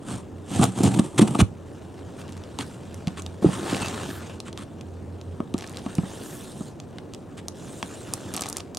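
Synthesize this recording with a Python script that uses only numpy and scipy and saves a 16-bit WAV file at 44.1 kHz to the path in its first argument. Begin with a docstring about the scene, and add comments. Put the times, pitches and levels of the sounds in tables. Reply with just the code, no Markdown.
"""First a soft blade hiss over the low rush and drone of a small carpeted room, close to the microphone.
A dull kitchen knife is dragged down the packing tape of a big cardboard box: stick-slip noise hisses,
catches and tears, and the same slips make the hollow box boom. Struck panels swing as decaying sines.
Then the box is thumped, slid over the carpet with scraping friction noise and tipped back and forth,
while its loose tape crackles in short filtered clicks."""
import sys
import numpy as np
from scipy import signal
from scipy.fft import rfft, irfft
from scipy.io import wavfile
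from scipy.ndimage import uniform_filter1d

SR = 44100
rng = np.random.default_rng(int(sys.argv[2]) if len(sys.argv) > 2 else 0)


def materialize(psi):
    """Save the field psi as 16-bit PCM at rate SR to the path in sys.argv[1].

    A 1-D psi becomes a single channel; in a 2-D psi each row is a channel.
    """
    bounded = np.clip(np.atleast_2d(psi).T, -1, 1)
    quanta = np.round(bounded * 32767).astype(np.int16)
    wavfile.write(sys.argv[1], SR, quanta)


N = 387198
TIME = np.arange(N) / SR


def amp(db):
    """Decibels to gain."""
    return 10 ** (np.asarray(db) / 20)


def evened(x):
    """Scaled to rms 1."""
    return x / np.sqrt(np.mean(x ** 2) + 1e-20)


def add(mix, s, sound):
    """Mixes a sound in at time s."""
    part = mix[max(round(s * SR), 0):][:len(sound)]
    part += sound[:len(part)]


def bins(size=8192):
    """The frequencies in Hz on which spectra are drawn."""
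    return np.fft.rfftfreq(size, 1 / SR)


def read(points):
    """A spectrum in dB, joined on a log-frequency axis."""
    hz, db = np.transpose(points)
    return np.interp(np.log(bins() + 1), np.log(hz + 1), db)


def hump(distance, order):
    """A flat-topped band in dB, 3 dB down at distance 1."""
    return -10 * np.log10(1 + abs(distance) ** order)


def response(db):
    """The causal, minimum-phase impulse response that has this spectrum."""
    log_gain = np.log(amp(db))
    circle = np.concatenate([log_gain, log_gain[-2:0:-1]])
    return np.fft.ifft(np.exp(np.conj(signal.hilbert(circle)))).real[:len(db)]


def through(x, taps):
    """Filters x by an impulse response."""
    return signal.oaconvolve(x, taps)[:len(x)]


def flutter(depth_db, rate_hz):
    """A randomly wandering gain of mean power 1."""
    spectrum = rfft(rng.standard_normal(N)) / (1 + (np.fft.rfftfreq(N, 1 / SR) / rate_hz) ** 2)
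    wander = np.clip(evened(irfft(spectrum, N)), -2, 2)
    return evened(amp(depth_db * wander))


def slips(per_s, spread_db, smooth):
    """Friction: many tiny slips of uneven size over a smooth rush, rms 1."""
    size = amp(spread_db * np.minimum(rng.exponential(1, N), 4)) * rng.choice([-1, 1], N)
    grains = evened(size * (rng.random(N) < per_s / SR))
    return evened(grains + smooth * rng.standard_normal(N))


def rubbed(drive, spectrum, patchy_db, size=512):
    """Colours friction noise; as the contact point moves, short-lived resonances come and go. Rms 1."""
    z = signal.stft(through(drive, response(read(spectrum))), nperseg=size)[2]
    across_pitch = uniform_filter1d(rng.standard_normal(z.shape), size=7, axis=0)
    patches = evened(uniform_filter1d(across_pitch, size=6, axis=1))
    return evened(signal.istft(z * amp(patchy_db * patches), nperseg=size)[1][:N])


def move(start, fastest, end, grab_s, let_go_s=0.029, slow_db=-6.5):
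    """The gain of one rubbing move: it follows the speed of the hand, between a grab and a release."""
    speed = np.sin(np.pi / 2 * np.interp(TIME, [start, fastest, end], [0, 1, 0]))
    grab = np.minimum(TIME - start, 0) / grab_s
    release = np.maximum(TIME - end, 0) / let_go_s
    return np.exp(grab - release) * amp(slow_db * (1 - speed))


def together(gains):
    """Unrelated noises add in power."""
    return np.sqrt(sum(gain ** 2 for gain in gains))


def bursts(rows):
    """The gain of brief contacts that swell and fade: rows of peak t/s, level/dB, half length/s."""
    return sum(amp(db) * np.exp(-.5 * abs((TIME - at) / half) ** 3) for at, db, half in rows)


def box_ring(low_hz, stretch=1):
    """The panels' answer to one click, energy 1: a brief contact misses modes under low_hz; stretch
    raises the modes and that limit."""
    # panel modes of the hollow box: [f/Hz, width/Hz, relative level/dB]
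    panel_modes = [(118, 53, 8), (189.8, 22, 11.5), (271, 100, 5), (450, 150, -7.5), (755, 255, -7.5),
                   (1122, 113, -12), (1240, 114, -14)]
    f = bins() / stretch + 1
    power = sum(amp(db) ** 2 / (1 + ((f * f - hz * hz) / (f * width)) ** 2) ** 2
                for hz, width, db in panel_modes)
    ring = response(10 * np.log10(power / (1 + (low_hz / f) ** 4) + 1e-10))
    return ring / np.linalg.norm(ring)


def air(shared_db=-41.5, apart=0.42, drone_hz=90, drone_width_hz=9):
    """The steady low rush of the room, partly alike in both channels, with a rough drone in the bass."""
    # colour of the room rush: [f/Hz, relative level/dB]
    rush_spectrum = [(50, -18), (110, -7.5), (380, -11.5), (1000, -28.5), (2000, -43), (7500, -61)]
    # the drone swelling and sinking: [t/s, level/dB]
    drone_levels = [(1.4, -46.5), (5.3, -40.5), (6.4, -54.5)]
    rush_taps = response(read(rush_spectrum))
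    shared, left, right = (evened(through(rng.standard_normal(N), rush_taps)) for _ in range(3))
    rush = amp(shared_db) * (shared + apart * np.array([left, right]))
    line = 1 / (1 + (2 * (np.fft.rfftfreq(N, 1 / SR) - drone_hz) / drone_width_hz) ** 2)
    drone = evened(irfft(rfft(rng.standard_normal(N)) * line, N))
    return rush + drone * amp(np.interp(TIME, *np.transpose(drone_levels)))


def room(x, wet_db=-15, t60=0.19, early_t60=0.046, side_db=-9, side_treble_hz=10000):
    """A short, carpet-damped tail; the mid range comes back from the sides, with a little treble spread
    between channels."""
    t = np.arange(SR // 4) / SR
    # sparse random reflections, none before 2 ms
    taps = rng.choice([-1, 1], (3, len(t))) * (rng.random((3, len(t))) < 3000 / SR) * (t > .002)
    tails = taps[:2] * amp(-60 * t / t60)
    wet = np.array([through(x, tail / np.linalg.norm(tail)) for tail in tails])
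    early = taps[2] * amp(-60 * t / early_t60)
    echo = through(x, early / np.linalg.norm(early))
    mid_band = signal.butter(2, [450, 1400], "band", fs=SR, output="sos")
    side_treble_band = signal.butter(2, side_treble_hz, "high", fs=SR, output="sos")
    side = amp(side_db) * (signal.sosfilt(mid_band, echo) + signal.sosfilt(side_treble_band, echo))
    return x + amp(wet_db) * wet + np.array([side, -side])  # opposite sign left and right


def sliding(scrape_gain_db=5.0, grab_s=0.0032):
    """Carpet fibres pluck the cardboard; lighter contact only brushes it."""
    # shoves over carpet and skin, scrape level before scrape_gain_db:
    # [start t/s, fastest t/s, let-go t/s (may precede the fastest), scrape level/dB, brush level/dB]
    shove_rows = [(1.655, 3.1, 3.4, -52.5, -63.5), (2.176, 2.236, 2.22, -44.5, -53),
                  (2.59, 2.6, 2.75, -52.5, -54), (3.421, 3.75, 4.11, -35, -45.5),
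                  (3.937, 4.09, 4.35, -42.5, -52.5), (5.565, 6.106, 6.4, -47, -56),
                  (6.054, 6.306, 6.69, -51, -48), (7.548, 7.796, 8.15, -50, -50),
                  (7.89, 8.378, 8.6, -45.5, -51)]
    # the hands never rest entirely: [scrape level/dB before scrape_gain_db, brush level/dB]
    resting_levels = (-58.5, -69)
    # colour of the coarse scrape: [f/Hz, relative level/dB]
    scrape_spectrum = [(50, -6), (100, 10), (290, 10), (700, -0.5), (1700, -4.5), (2140, -11.5), (2800, -7),
                       (4500, -14.5), (8000, -16), (14000, -39.5)]
    # colour of the light brushing: [f/Hz, relative level/dB]
    brush_spectrum = [(2200, -24.5), (3600, 0.5), (4700, -7.5), (8700, 1), (12000, -14.5), (16000, -23)]
    shoves = [amp(levels)[:, None] * move(start, fastest, end, grab_s)
              for start, fastest, end, *levels in shove_rows]
    scrape, brush = together(shoves + [amp(resting_levels)[:, None]])
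    plucks = slips(per_s=3000, spread_db=1.0, smooth=0.6) * flutter(depth_db=2.5, rate_hz=140)
    coarse = rubbed(plucks, scrape_spectrum, patchy_db=2.05)
    fine = rubbed(slips(per_s=1700, spread_db=4.0, smooth=0.8), brush_spectrum, patchy_db=3.5)
    return coarse * amp(scrape_gain_db) * scrape + fine * brush


def swishes(hz=11800, reach_hz=2750):
    """Smooth tape skims past: a thin, smooth band of noise high in the treble."""
    # skims of the tape: [peak t/s, level/dB, half length/s]
    skims = [(4.138, -52, 0.046), (6.33, -53.5, 0.093)]
    band = response(hump((bins() - hz) / reach_hz, order=8))
    return evened(through(rng.standard_normal(N), band)) * bursts(skims)


def squeaks(waver=0.038):
    """The knife blade squeaks as it scrapes the box: short stick-slip squeals, each on an unsteady pitch."""
    # squeals: [peak t/s, level/dB, half length/s, mean f/Hz]
    squeals = [(3.82, -36, 0.0062, 8190), (3.843, -35.5, 0.026, 2650), (3.866, -41, 0.0045, 4750)]
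    unsteady = 1 + waver * evened(uniform_filter1d(rng.standard_normal(N), size=30))
    return sum(bursts([burst]) * np.sin(2 * np.pi * np.cumsum(hz * unsteady) / SR)
               for *burst, hz in squeals)


def snap(hz, octaves=0.78, rattle=0.15, rattle_s=0.0017, ring=0.22, ring_cycles=6):
    """A crease flips: a sharp click, a trailing rattle of the film and the facet's short ring, peak 1."""
    t = np.arange(SR // 40) / SR
    drive = rattle * rng.standard_normal(len(t)) / (1 + t / rattle_s) ** 2
    drive[0] = 1
    f = bins() + 1
    # a band around hz, with the top rolled off above 10.4 kHz
    hump_db = hump(np.log2(f / hz) / octaves, order=4) + hump(f / 10400, order=12)
    click = through(drive, response(hump_db)[:len(t)])
    facet = np.sin(2 * np.pi * hz * t) * np.exp(-t * hz / ring_cycles)
    click = click / abs(click).max() + ring * facet
    return click / abs(click).max()


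def tape(knock_db=-11.5, knock_at_hz=2900, knock_db_per_octave=-5, crackle_knock_db=-7,
         crackles_per_s=170, crackle_hz=4200, spread_db=2.5, spread_octaves=2.53):
    """Loud snaps, and runs of small crackles where tape is flexed; both knock on the cardboard."""
    # creases of tape or cardboard snapping over: [t/s, peak level/dB, centre f/Hz]
    crease_snaps = [(0.6404, -6, 8500), (0.836, -12, 8800), (2.4377, -31, 3600), (2.5883, -15.5, 4040),
                    (2.6098, -17.5, 3340), (2.944, -26.5, 6500), (3.0724, -17.5, 3500), (3.0814, -21, 3040),
                    (3.2212, -23, 7000), (3.2638, -20, 3800), (3.747, -16, 2940), (4.4028, -18.5, 4240),
                    (4.529, -26.5, 3440), (4.5759, -20, 3770), (4.8109, -29, 3536), (5.2135, -30, 3970),
                    (5.4039, -26.5, 654), (5.5408, -21, 4020), (5.5805, -21.5, 5600), (5.5874, -24, 8550),
                    (5.6093, -23.5, 3380), (5.6234, -23, 2170), (5.6426, -24, 1780), (5.6747, -28, 6200),
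                    (5.696, -27, 8700), (5.7712, -20.5, 4060), (5.8635, -26, 1020), (5.9529, -20.5, 8450),
                    (5.9838, -24.5, 2400), (6.801, -24.5, 3550), (6.9847, -23.5, 2090), (7.1368, -24, 4500),
                    (7.1477, -25.5, 3970), (7.4835, -13, 6340), (7.8279, -13, 2740), (8.1374, -5, 8630),
                    (8.3394, -13, 8950), (8.3655, -9, 9000), (8.377, -17, 4500), (8.4093, -12, 9000),
                    (8.4205, -10, 7220), (8.4244, -23, 2530), (8.4373, -18.5, 3650), (8.4662, -23, 4000),
                    (8.4884, -14.5, 9200), (8.4997, -14.5, 9300), (8.5278, -14.5, 7300),
                    (8.5691, -10, 9000), (8.6035, -23, 3610), (8.7481, -19, 6000), (8.7717, -12, 6500)]
    # the loose tape is flexed: [start t/s, end t/s, typical crackle peak level/dB]
    tape_flexes = [(2.261, 2.388, -39), (3.66, 3.9, -26), (5.573, 5.8, -35.5), (8.324, 8.485, -26),
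                   (8.561, 8.608, -29)]
    film, knocks = np.zeros(N), np.zeros(N)
    for s, db, hz in crease_snaps:
        add(film, s, amp(db) * snap(hz))
        # big, low creases knock harder on the cardboard than small, bright ones
        octaves_up = np.log2(hz / knock_at_hz)
        add(knocks, s, amp([db + knock_db + knock_db_per_octave * octaves_up]))
    for start, end, db in tape_flexes:
        count = round((end - start) * crackles_per_s)
        for when, size, pitch in rng.random((count, 3)):
            s = start + when * (end - start)
            loud = amp(db + spread_db * np.log(size / (1 - size)).clip(-2, 2))
            add(film, s, loud * snap(crackle_hz * 2 ** (spread_octaves * (pitch - .5))))
            add(knocks, s, loud * amp([crackle_knock_db]))
    ring = box_ring(low_hz=980)
    return film + through(knocks, ring / abs(ring).max())


def thumps(rise_s=0.0012, cycles=7, scuff_db=-17, scuff_s=0.0085):
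    """A struck panel swings a few times, while the scuffing contact sets the rest of the box ringing."""
    # blows and light taps, from the blade slipping free, a hand or the floor:
    # [t/s, peak level of the swing/dB, panel f/Hz]
    blows = [(0.595, -5.5, 188), (0.805, -11.5, 286), (0.8425, -11, 278), (.994, -3, 231),
             (1.193, -2.5, 330), (1.215, -2, 230), (1.225, -2, 232), (1.351, -15.5, 300), (1.391, -8, 263),
             (1.412, -4, 208), (1.421, -6, 98), (2.589, -23.5, 860), (3.072, -15, 172), (3.424, -17, 216),
             (3.4448, -1, 332), (3.459, -7, 165), (3.487, -16, 170), (3.728, -14, 280), (5.402, -17, 235),
             (5.543, -14.5, 247), (5.862, -21.5, 223), (5.9838, -10, 171), (6.033, -22.5, 187),
             (6.607, -23, 205), (7.828, -23, 1050)]
    swings, scuffs, t = np.zeros(N), np.zeros(N), np.arange(SR // 8) / SR
    for s, db, hz in blows:
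        rise = (1 - np.exp(-t / rise_s)) ** 2
        decay = amp(-60 * t * hz / cycles)  # 60 dB down after that many cycles
        swing = np.sin(2 * np.pi * hz * t) * rise * decay
        add(swings, s, amp(db) * swing / abs(swing).max())
        # the scuff grows more slowly than the blow, so light knocks hold more of it
        scuff = rng.standard_normal(len(t)) * np.exp(-t / scuff_s)
        add(scuffs, s, amp(0.57 * db + scuff_db) * scuff)
    return swings + through(scuffs, box_ring(low_hz=240))


def knife(grab_s=0.03, boom_power=1.45, rip_boom_db=3, tip_hz=8750, tip_reach_hz=850, tip_db=-9,
          tear_hz=2000, tear_octaves=0.95, tear_db=-3, tear_run_db=-9, stiffer=1.128):
    """The edge sticks and slips through the tape; the same slips drive the box."""
    # pulls along the tape: [start t/s, fastest t/s, let-go t/s (may precede the others),
    # hiss level/dB, boom level over the hiss/dB]
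    pulls = [(0.067, 0.118, 0.18, -40, 8.5), (0.519, 0.653, 0.68, -31, 11.5),
             (0.786, 0.896, 0.88, -29, 15.5), (0.856, 0.88, 1.073, -38, 13.5),
             (1.151, 1.204, 1.363, -41.5, 17), (1.384, 1.405, 1.338, -23.5, 18)]
    # the blade or a hand catches and rasps a short way: [peak t/s, hiss level/dB, half length/s]
    catches = [(0.635, -29.5, 0.012), (0.945, -29.5, 0.0049), (0.994, -24, 0.0045), (1.189, -23.5, 0.0075),
               (1.22, -25, 0.0084), (1.279, -30.5, 0.0036), (1.351, -32, 0.0035), (1.403, -20, 0.011),
               (2.609, -38.5, 0.016), (3.188, -41, 0.014), (3.539, -36.5, 0.018), (3.711, -34, 0.011),
               (3.821, -35, 0.0079), (4.477, -45, 0.018), (4.607, -47, 0.025), (7.388, -44, 0.012)]
    # at the strongest catches the upper panel modes of the box rattle too:
    # [peak t/s, level/dB, half length/s]
    catch_rattles = [(0.614, -24, 0.0048), (0.636, -20, 0.011), (0.994, -26, 0.0038), (1.352, -25, .004),
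                     (1.402, -24, 0.007)]
    # colour of the blade on tape: [f/Hz, relative level/dB]
    blade_spectrum = [(450, -13.5), (1150, 15.5), (2120, -6), (3100, 3), (4900, -5), (8500, 5), (10200, -4),
                      (16000, -34)]
    run = together(amp(db) * move(*times, grab_s) for *times, db, boom_db in pulls)
    # the panel booms only as the hand bears down, so its boom swells more steeply than the hiss
    lean = together(amp(db + boom_db) * move(*times, grab_s) ** boom_power
                    for *times, db, boom_db in pulls)
    rips = bursts(catches)
    grip = flutter(depth_db=2.0, rate_hz=40)
    edge_slips = grip * slips(per_s=900, spread_db=3.0, smooth=0.71)
    tip_slips = grip * slips(per_s=900, spread_db=3.0, smooth=0.71)
    # snagged near the bottom edge, a thin, high rasp of the tip joins the broad hiss
    snagged = np.interp(TIME, [.92, 1.03, 1.35, 1.43], [0, 1, 1, 0])
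    tip_band = response(hump((bins() - tip_hz) / tip_reach_hz, order=4))
    tip = evened(through(tip_slips, tip_band))
    hiss = rubbed(edge_slips, blade_spectrum, patchy_db=2.0) + amp(tip_db) * snagged * tip
    # the film tears with a fuller, lower rasp, most of all where the edge catches
    tear_band = response(hump(np.log2((bins() + 1) / tear_hz) / tear_octaves, order=8))
    tear = evened(through(tip_slips, tear_band))
    tear_gain = np.hypot(amp(tear_db) * rips, amp(tear_run_db) * run)
    # the panel is stiffer near its edge and booms higher there
    push = edge_slips * np.hypot(lean, rips * amp(rip_boom_db))
    boom = sum(through(push * np.sqrt(share), box_ring(low_hz=61.6, stretch=stretch))
               for share, stretch in ((1 - snagged, 1), (snagged, stiffer)))
    # the rattle leaves out the wandering grip
    rattle = through(tip_slips / grip * bursts(catch_rattles), box_ring(low_hz=890))
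    return hiss * np.hypot(run, rips) + tear * tear_gain + boom + rattle


def scene():
    """Knife, blows, tape and sliding sound in the room, over its steady rush."""
    return room(knife() + thumps() + tape() + sliding() + swishes() + squeaks()) + air()


def record(dry, low_cut_hz=44, edge_hz=16200, ceiling=.9):
    """Each microphone port has its colour; deep bass is cut, high peaks are rounded, then the band ends."""
    # the two microphone ports: [f/Hz, left minus right level/dB]
    port_difference = [(360, -2), (600, 5.5), (1300, 3), (2300, -1.5)]
    ports = np.array([through(x, response(sign * read(port_difference) / 2))
                      for x, sign in zip(dry, (1, -1))])
    ports = signal.sosfilt(signal.butter(3, low_cut_hz, "high", fs=SR, output="sos"), ports)
    ports = ports / (1 + (ports / ceiling) ** 4) ** .25
    band_limit = signal.firwin(255, edge_hz, window=("kaiser", 9), fs=SR)
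    return signal.oaconvolve(ports, band_limit[None], "same")


dry = scene()
out = record(dry)
materialize(out)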